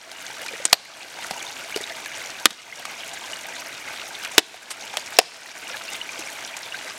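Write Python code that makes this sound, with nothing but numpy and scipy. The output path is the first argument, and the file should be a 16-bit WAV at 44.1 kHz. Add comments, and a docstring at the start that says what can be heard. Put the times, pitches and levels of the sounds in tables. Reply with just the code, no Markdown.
"""A trickling stream in the woods, heard behind a heavy knife close to the microphone, chopping a thin
stick on a fallen log. The water is noise, ringing bubbles and spray, coloured by its stones.
Between chops the blade taps the stick to take aim, and chips drop onto the log and dry leaves: ticks and
soft knocks. A chop is a burst of snapping fibres with wood modes and blade ring; log, ground and trees echo.
Strong chops overload the microphone, and gain control ducks the water for a moment."""
import sys
import numpy as np
from scipy import signal
from scipy.fft import rfft, irfft
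from scipy.io import wavfile
from scipy.ndimage import uniform_filter1d, minimum_filter1d

SR = 44100
rng = np.random.default_rng(int(sys.argv[2]) if len(sys.argv) > 2 else 0)


def log_audio(samples):
    """Write samples as a 16-bit WAV file to the path given in sys.argv[1]."""
    # one column per channel
    frames = np.atleast_2d(samples).T
    # limit to full scale, then quantise
    limited = np.clip(frames, -1, 1)
    pcm = np.round(limited * 32767).astype(np.int16)
    wavfile.write(sys.argv[1], SR, pcm)


N = 307814  # length in samples, about 7 s

# Colour of the stream. Each row: frequency in Hz, relative density in dB per Hz.
WATER_COLOUR = [(15, -61), (25, -16), (87, -9), (217, -9), (256, -5.5), (545, -6), (659, -4.5), (1100, -12),
                (1560, -3), (1790, -1.5), (2910, -7.5), (4740, -11), (7310, -12.5), (14800, -24),
                (16000, -28)]
# Hollows among the stream's stones. 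Each row: frequency in Hz, width in Hz, lift in dB.
STONE_HOLLOWS = [(664, 46, 4), (927, 240, 5.5), (1190, 110, 3), (1550, 140, 2), (1790, 274, -5.5),
                 (2340, 260, 1.5), (2867, 26, 7), (3670, 37, 3.5), (5740, 130, 5), (6430, 270, 3)]
# The clearest bubbles, over the swarm. Each row: start in seconds, level in dB, starting pitch in Hz.
CLEAR_BUBBLES = [(.486, -19, 2370), (1.7236, -20.5, 2250), (1.744, -17, 2810), (1.8385, -17.5, 3700),
                 (2.7247, -16.5, 2050), (3.3324, -18, 2850), (5.1685, -17, 5540), (5.741, -22, 1670),
                 (5.888, -20, 2700), (6.0138, -15.5, 2870), (6.0912, -19, 2340), (6.7224, -20, 2800),
                 (6.743, -20, 1534)]
# Light touches of blade, stick and chips, and the further splits just after the chop at 4.38 s. # Each row:
# start in seconds, tick level in dB, contact time in seconds, tick resonance in Hz, # knock pitch in Hz, knock
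# level in dB.
LIGHT_TOUCHES = [(0.1158, -23.5, .0004, 4600, 1500, -40), (0.463, -27.5, .001, 2070, 1480, -25),
                 (0.535, -33, 0.0009, 2310, 467, -27), (.656, -21.5, 0.0031, 8500, 900, -32),
                 (1.3092, -23, 0.0017, 4700, 780, -15), (1.311, -44, .0017, 2500, 175, -29),
                 (1.7614, -21, 0.0014, 4800, 412, -14), (1.7723, -25, 0.00092, 4900, 400, -43),
                 (1.807, -40, .001, 2500, 400, -25), (2.0595, -25, .0007, 2290, 1720, -17),
                 (2.506, -19, 0.0023, 3620, 199, -29), (2.853, -24, 0.0019, 2200, 1180, -19.5),
                 (4.2484, -21, 0.00086, 2500, 1940, -33), (4.39, -7.5, 0.00093, 2670, 730, -8),
                 (4.3943, -12, .0004, 5000, 1000, -34), (4.543, -35, 0.00094, 1150, 720, -19),
                 (4.705, -24.5, 0.011, 8650, 400, -40), (4.939, -32, .0015, 1720, 820, -19.5),
                 (4.9705, -13, .0005, 3240, 650, -22), (5.2145, -23, .001, 2870, 860, -12),
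                 (6.191, -32, 0.005, 6500, 344, -28), (6.567, -28.5, 0.0031, 7040, 900, -31)]
# Colour of splitting wood fibres. Each row: frequency in Hz, relative density in dB per Hz.
FIBRE_COLOUR = [(30, -63), (120, -52), (300, -10.5), (800, 0.5), (1500, 2), (2800, 2.5), (5000, 0.5),
                (8000, -2.5), (12000, -9.5), (16000, -26)]
# The chops. Each row: start in seconds, crack level in dB, cutting time in seconds, upper resonance in Hz
# and its strength in dB, lower resonance in Hz and its strength in dB, stick knock in Hz and its level in dB,
# log thump in Hz and its level in dB, blade ring level in dB.
KNIFE_CHOPS = [(.6529, -4, .0001, 8570, 18, 6900, 10.5, 890, -26, 295, -20, -55),
               (.7285, 3, 0.0029, 4480, 11.5, 2970, 1.5, 695, 6, 450, -1.5, -12),
               (2.456, 4, .0012, 3500, 7.5, 1560, 5, 1230, 5.5, 263, -0.5, -55),
               (4.3804, 3, 0.003, 3670, 9, 2200, 2, 930, 7, 390, 9.5, -50),
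               (5.1877, 9, 0.0011, 5070, 11, 2740, 8, 709, 12.5, 450, 8.5, -38)]
# Modes of the ringing blade. Each row: frequency in Hz, relative level in dB, 60 dB decay in seconds.
BLADE_MODES = [(4081, -8, .06), (7700, -3, .06), (13370, -3, .06)]
# Colour of the echo from the trees. Each row: frequency in Hz, relative gain in dB.
TREE_COLOUR = [(60, -19), (150, -1), (400, -1.5), (1000, 0.5), (3000, 1.5), (4500, 2), (6000, 0),
               (9000, -5.5), (16000, -34)]

BUBBLE_CYCLES = 68  # a clear bubble falls 60 dB in so many cycles, so small ones die sooner
TICK_T60_S, TICK_DRAG = 0.01, 4.0  # a tick's decay: TICK_T60_S plus TICK_DRAG times its contact time
TICK_LIFT_DB = 8  # strength of a tick's resonance
# Decay of a light knock at KNOCK_HZ; higher knocks die sooner by the power KNOCK_DAMPING.
KNOCK_HZ, KNOCK_T60_S, KNOCK_DAMPING = 400, 0.031, 0.53
CRACK_T60_S = 0.011  # decay of the snapping once the edge is through
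STICK_CYCLES, LOG_T60_S = 13, 0.014  # stick decay in cycles; log decay in seconds
OVERTONE_RATIO, OVERTONE_DB = 1.63, -2  # the stick's second mode, against its first
EDGE_HZ = 16150  # upper limit of the recorder's band


def gain_of(db):
    """Turns decibels into a factor."""
    return 10 ** (np.asarray(db) / 20)


def evened(x):
    """Scales to an rms of 1."""
    return x / np.sqrt(np.mean(x ** 2) + 1e-20)


def read(points, hz):
    """Reads a spectrum on a log-frequency axis."""
    f, value = np.transpose(points)
    return np.interp(np.log(hz + 1), np.log(f + 1), value)


def add(mix, s, sound):
    """Mixes a sound in at time s."""
    part = mix[max(round(s * SR), 0):][:len(sound)]
    part += sound[:len(part)]


def noise(gain):
    """Random-phase noise of rms 1 with the given relative gain in each frequency bin."""
    phase = 2 * np.pi * rng.random(len(gain))
    return evened(irfft(gain * np.exp(1j * phase)))


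def fade(t, t60):
    """Free decay: 60 dB down after t60 seconds."""
    return np.exp(-np.log(1000) * t / t60)


def wander(per_s):
    """Random wandering of rms 1, with per_s new values a second joined by straight lines."""
    knots = rng.standard_normal(2000)
    return evened(np.interp(np.arange(N) * per_s / SR, np.arange(len(knots)), knots))


def scatter(per_s, spread_db):
    """Random impulses of either sign, mostly small and a few large."""
    size = gain_of(spread_db * np.minimum(rng.exponential(1, N), 4))
    return size * rng.choice([-1, 1], N) * (rng.random(N) < per_s / SR)


def bubble(hz, t60, glide=0.067):
    """A bubble rings and rises a little in pitch as it nears the surface."""
    t = np.arange(int(t60 * SR) + 2) / SR
    tone = np.sin(2 * np.pi * hz * t * (1 + glide * t / t60))
    return tone * fade(t, t60) * (1 - np.exp(-t * hz / 1.5))


def bubble_swarm(bubbles_per_s, cycles, gurgle_db, small_hz, count):
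    """Many small bubbles ring at random; bubbles of like size swell together in gurgles."""
    swarm = np.zeros(N)
    for pitches in np.geomspace(500, 10500, count).reshape(-1, 10):
        rings = [bubble(f * rng.uniform(.98, 1.02), min(cycles * rng.uniform(.6, 1.5) / f, .035))
                 for f in pitches]
        group = np.zeros(N)
        for ring in rings:
            starts = scatter(bubbles_per_s / count, 3.3)
            group += signal.oaconvolve(starts, ring / np.linalg.norm(ring))[:N]
        # the smallest bubbles are faint
        share = np.sqrt(pitches[0]) / np.hypot(1, (pitches[0] / small_hz) ** 2)
        swarm += share * group * gain_of(gurgle_db * wander(35))
    return swarm


def spray(ticks_per_s=220, spread_db=5, life_s=0.0024, count=6):
    """Tiny drops burst on stone: decaying bursts of noise, each about an octave wide."""
    hz = np.fft.rfftfreq(N, 1 / SR)
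    spectrum = 0
    for centre_hz in np.geomspace(1500, 12000, count):
        size = signal.lfilter([1], [1, -np.exp(-1 / (life_s * SR))], scatter(ticks_per_s, spread_db))
        band = np.exp(-(2 * np.log2((hz + 1) / centre_hz)) ** 2 / 2)
        spectrum = spectrum + rfft(evened(size * rng.standard_normal(N))) * band
    return irfft(spectrum, N)


def stream(wash_db=-40.5, fizz_db=-40, spray_db=-40.5, surge_db=1):
    """A wash of far water, a swarm of small bubbles and bright ticks of spray, coloured by the stones."""
    hz = np.fft.rfftfreq(N, 1 / SR)
    colour_db = read(WATER_COLOUR, hz)
    for f, width, db in STONE_HOLLOWS:
        colour_db = colour_db + db * np.exp(-2 * ((hz - f) / width) ** 2)
    colour = gain_of(colour_db)
    swarm = bubble_swarm(bubbles_per_s=1000, cycles=34, gurgle_db=3.0, small_hz=5000, count=80)
    water = gain_of(wash_db) * noise(colour / np.hypot(1, hz / 11000))
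    water += gain_of(fizz_db) * evened(irfft(rfft(swarm) * colour, N))
    water += gain_of(spray_db) * evened(irfft(rfft(spray()) * colour, N))
    water *= gain_of(surge_db * wander(30))
    for s, db, f in CLEAR_BUBBLES:
        add(water, s, gain_of(db) * bubble(f, BUBBLE_CYCLES / f))
    return water


def causal(gain):
    """Gives a gain curve the phase of a filter that only rings after its cause."""
    mirrored = np.r_[gain, gain[-2:0:-1]]
    log_gain = np.log(np.maximum(mirrored, 1e-5))
    return np.exp(np.conj(signal.hilbert(log_gain)))[:len(gain)]


def crack(cut, t60, resonances, width=1 / 8):
    """Fibres snap while the edge cuts, then die away, coloured by resonances (Hz, dB) of the wood."""
    t, hz = np.arange(8192) / SR, np.fft.rfftfreq(8192, 1 / SR)
    envelope = fade(np.maximum(t - cut, 0), t60)
    snaps = rfft(rng.standard_normal(len(t)) * envelope)
    snaps /= np.sqrt(uniform_filter1d(abs(snaps) ** 2, size=50))  # they excite all bands alike
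    # the resonances (dB) add to the fibres' colour (dB)
    colour_db = read(FIBRE_COLOUR, hz)
    for f, db in resonances:
        colour_db = colour_db + db / (1 + ((hz / f - 1) / width) ** 2)
    sound = irfft(snaps * causal(gain_of(colour_db)))[:len(t) // 2]
    return sound * np.linalg.norm(envelope) / np.linalg.norm(sound)


def knock(hz, t60, rise):
    """A heavily damped mode of wood, pushed for a moment."""
    t = np.arange(4096) / SR
    return np.sin(2 * np.pi * hz * t) * fade(t, t60) * (1 - np.exp(-t / rise))


def taps(push_s=0.00056):
    """Small contacts: a dry tick, longer when the contact drags, and a soft knock, longer when low."""
    out = np.zeros(N)
    for s, db, contact, tick_hz, knock_hz, knock_db in LIGHT_TOUCHES:
        tick = crack(contact, TICK_T60_S + TICK_DRAG * contact, [(tick_hz, TICK_LIFT_DB)])
        add(out, s, gain_of(db) * tick)
        knock_t60 = KNOCK_T60_S * (KNOCK_HZ / knock_hz) ** KNOCK_DAMPING
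        add(out, s, gain_of(knock_db) * knock(knock_hz, knock_t60, push_s))
    return out


def blade_ring():
    """The steel rings in a few decaying modes."""
    t = np.arange(SR // 2) / SR
    return sum(gain_of(db) * np.sin(2 * np.pi * hz * t) * fade(t, t60) for hz, db, t60 in BLADE_MODES)


def chops(push_s=0.0018, lag_s=0.00046):
    """The edge splits the stick, the stick knocks on the log, the log thumps back and the blade rings."""
    out, ring = np.zeros(N), blade_ring()
    for (s, db, cut, upper_hz, upper_db, lower_hz, lower_db,
         stick_hz, stick_db, log_hz, log_db, ring_db) in KNIFE_CHOPS:
        split = crack(cut, CRACK_T60_S, [(upper_hz, upper_db), (lower_hz, lower_db)])
        add(out, s, gain_of(db) * split)
        add(out, s, gain_of(ring_db) * ring)
        stick = knock(stick_hz, STICK_CYCLES / stick_hz, push_s)
        overtone_hz = OVERTONE_RATIO * stick_hz
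        overtone = knock(overtone_hz, STICK_CYCLES / overtone_hz, push_s)
        add(out, s + lag_s, gain_of(stick_db) * (stick - gain_of(OVERTONE_DB) * overtone))
        add(out, s + lag_s, -gain_of(log_db) * knock(log_hz, LOG_T60_S, push_s))
    return out


def surroundings(x, near_db=-16, near_t60=0.038, lumpy_db=5.5, thud_db=-26, thud_t60=0.12, thud_hz=550,
                 thud_low_hz=130, far_db=-25, far_t60=1.1, distinct_db=-28):
    """Log and ground scatter the sound at once, the trunk thuds, and the trees send a long faint echo."""
    t, hz = np.arange(SR) / SR, np.fft.rfftfreq(SR, 1 / SR)
    lumps = gain_of(lumpy_db * wander(270)[:SR])  # bark and leaves return the sound unevenly
    near = noise(1 / np.hypot(1, hz / 7000)) * lumps * fade(t, near_t60) * (t > .002)
    thud_colour = hz ** 2 / (hz ** 2 + thud_low_hz ** 2) / (1 + (hz / thud_hz) ** 2)
    thud = noise(thud_colour) * fade(t, thud_t60)
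    # part of the echo keeps the colour of a blow
    distinct = noise(gain_of(read(TREE_COLOUR, hz))) * fade(t, far_t60)
    paths = [(near, near_db), (thud, thud_db), (distinct, distinct_db)]
    response = sum(gain_of(db) * path / np.linalg.norm(path) for path, db in paths)
    returned = signal.fftconvolve(x, response)[:N]
    # the rest is diffuse: it keeps only the energy
    linger = (fade(t, far_t60) * (1 - np.exp(-t / 0.0058))) ** 2
    energy = abs(signal.fftconvolve(x ** 2, linger / linger.sum())[:N])
    diffuse = noise(gain_of(read(TREE_COLOUR, np.fft.rfftfreq(N, 1 / SR))))
    return returned + gain_of(far_db) * np.sqrt(energy) * diffuse


def scene():
    """Knife and wood close by, the stream behind."""
    wood = chops() + taps()
    return (wood + surroundings(wood) + stream())[None]


def smoothed(x, time_s):
    """Follows a signal with a one-pole lag of time_s."""
    r = np.exp(-1 / (time_s * SR))
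    return signal.lfilter([1 - r], [1, -r], x)


def record(dry, threshold_db=-19, slope=0.59, most_db=11, hold_s=0.11, recover_db_per_s=30,
           attack_s=0.0058, low_cut_hz=120, start_db=8.0):
    """Gain control starts turned down and ducks after loud blows, too late to stop clipping; band limits follow."""
    power_db = 10 * np.log10(smoothed(dry[0] ** 2, attack_s) + 1e-12)
    over_db = np.clip(slope * (power_db - threshold_db), 0, most_db)
    half = int(hold_s * SR / 2)
    # the greatest reduction of the last hold_s stays in force
    held_db = -minimum_filter1d(-over_db, 2 * half + 1, origin=half, mode="constant")
    # afterwards the gain recovers at a steady rate
    fall_db = np.arange(N) * recover_db_per_s / SR
    wanted_db = np.maximum.accumulate(np.maximum(held_db + fall_db, start_db)) - fall_db
    duck_db = start_db + smoothed(wanted_db - start_db, 0.0065)
    clipped = np.clip(dry * gain_of(-duck_db), -1, 1)
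    thinned = signal.lfilter(*signal.butter(1, low_cut_hz, "high", fs=SR), clipped)
    low_pass = signal.firwin(255, EDGE_HZ, window=("kaiser", 8), fs=SR)
    return signal.oaconvolve(thinned, low_pass[None], "same")


dry = scene()
out = record(dry)
log_audio(out)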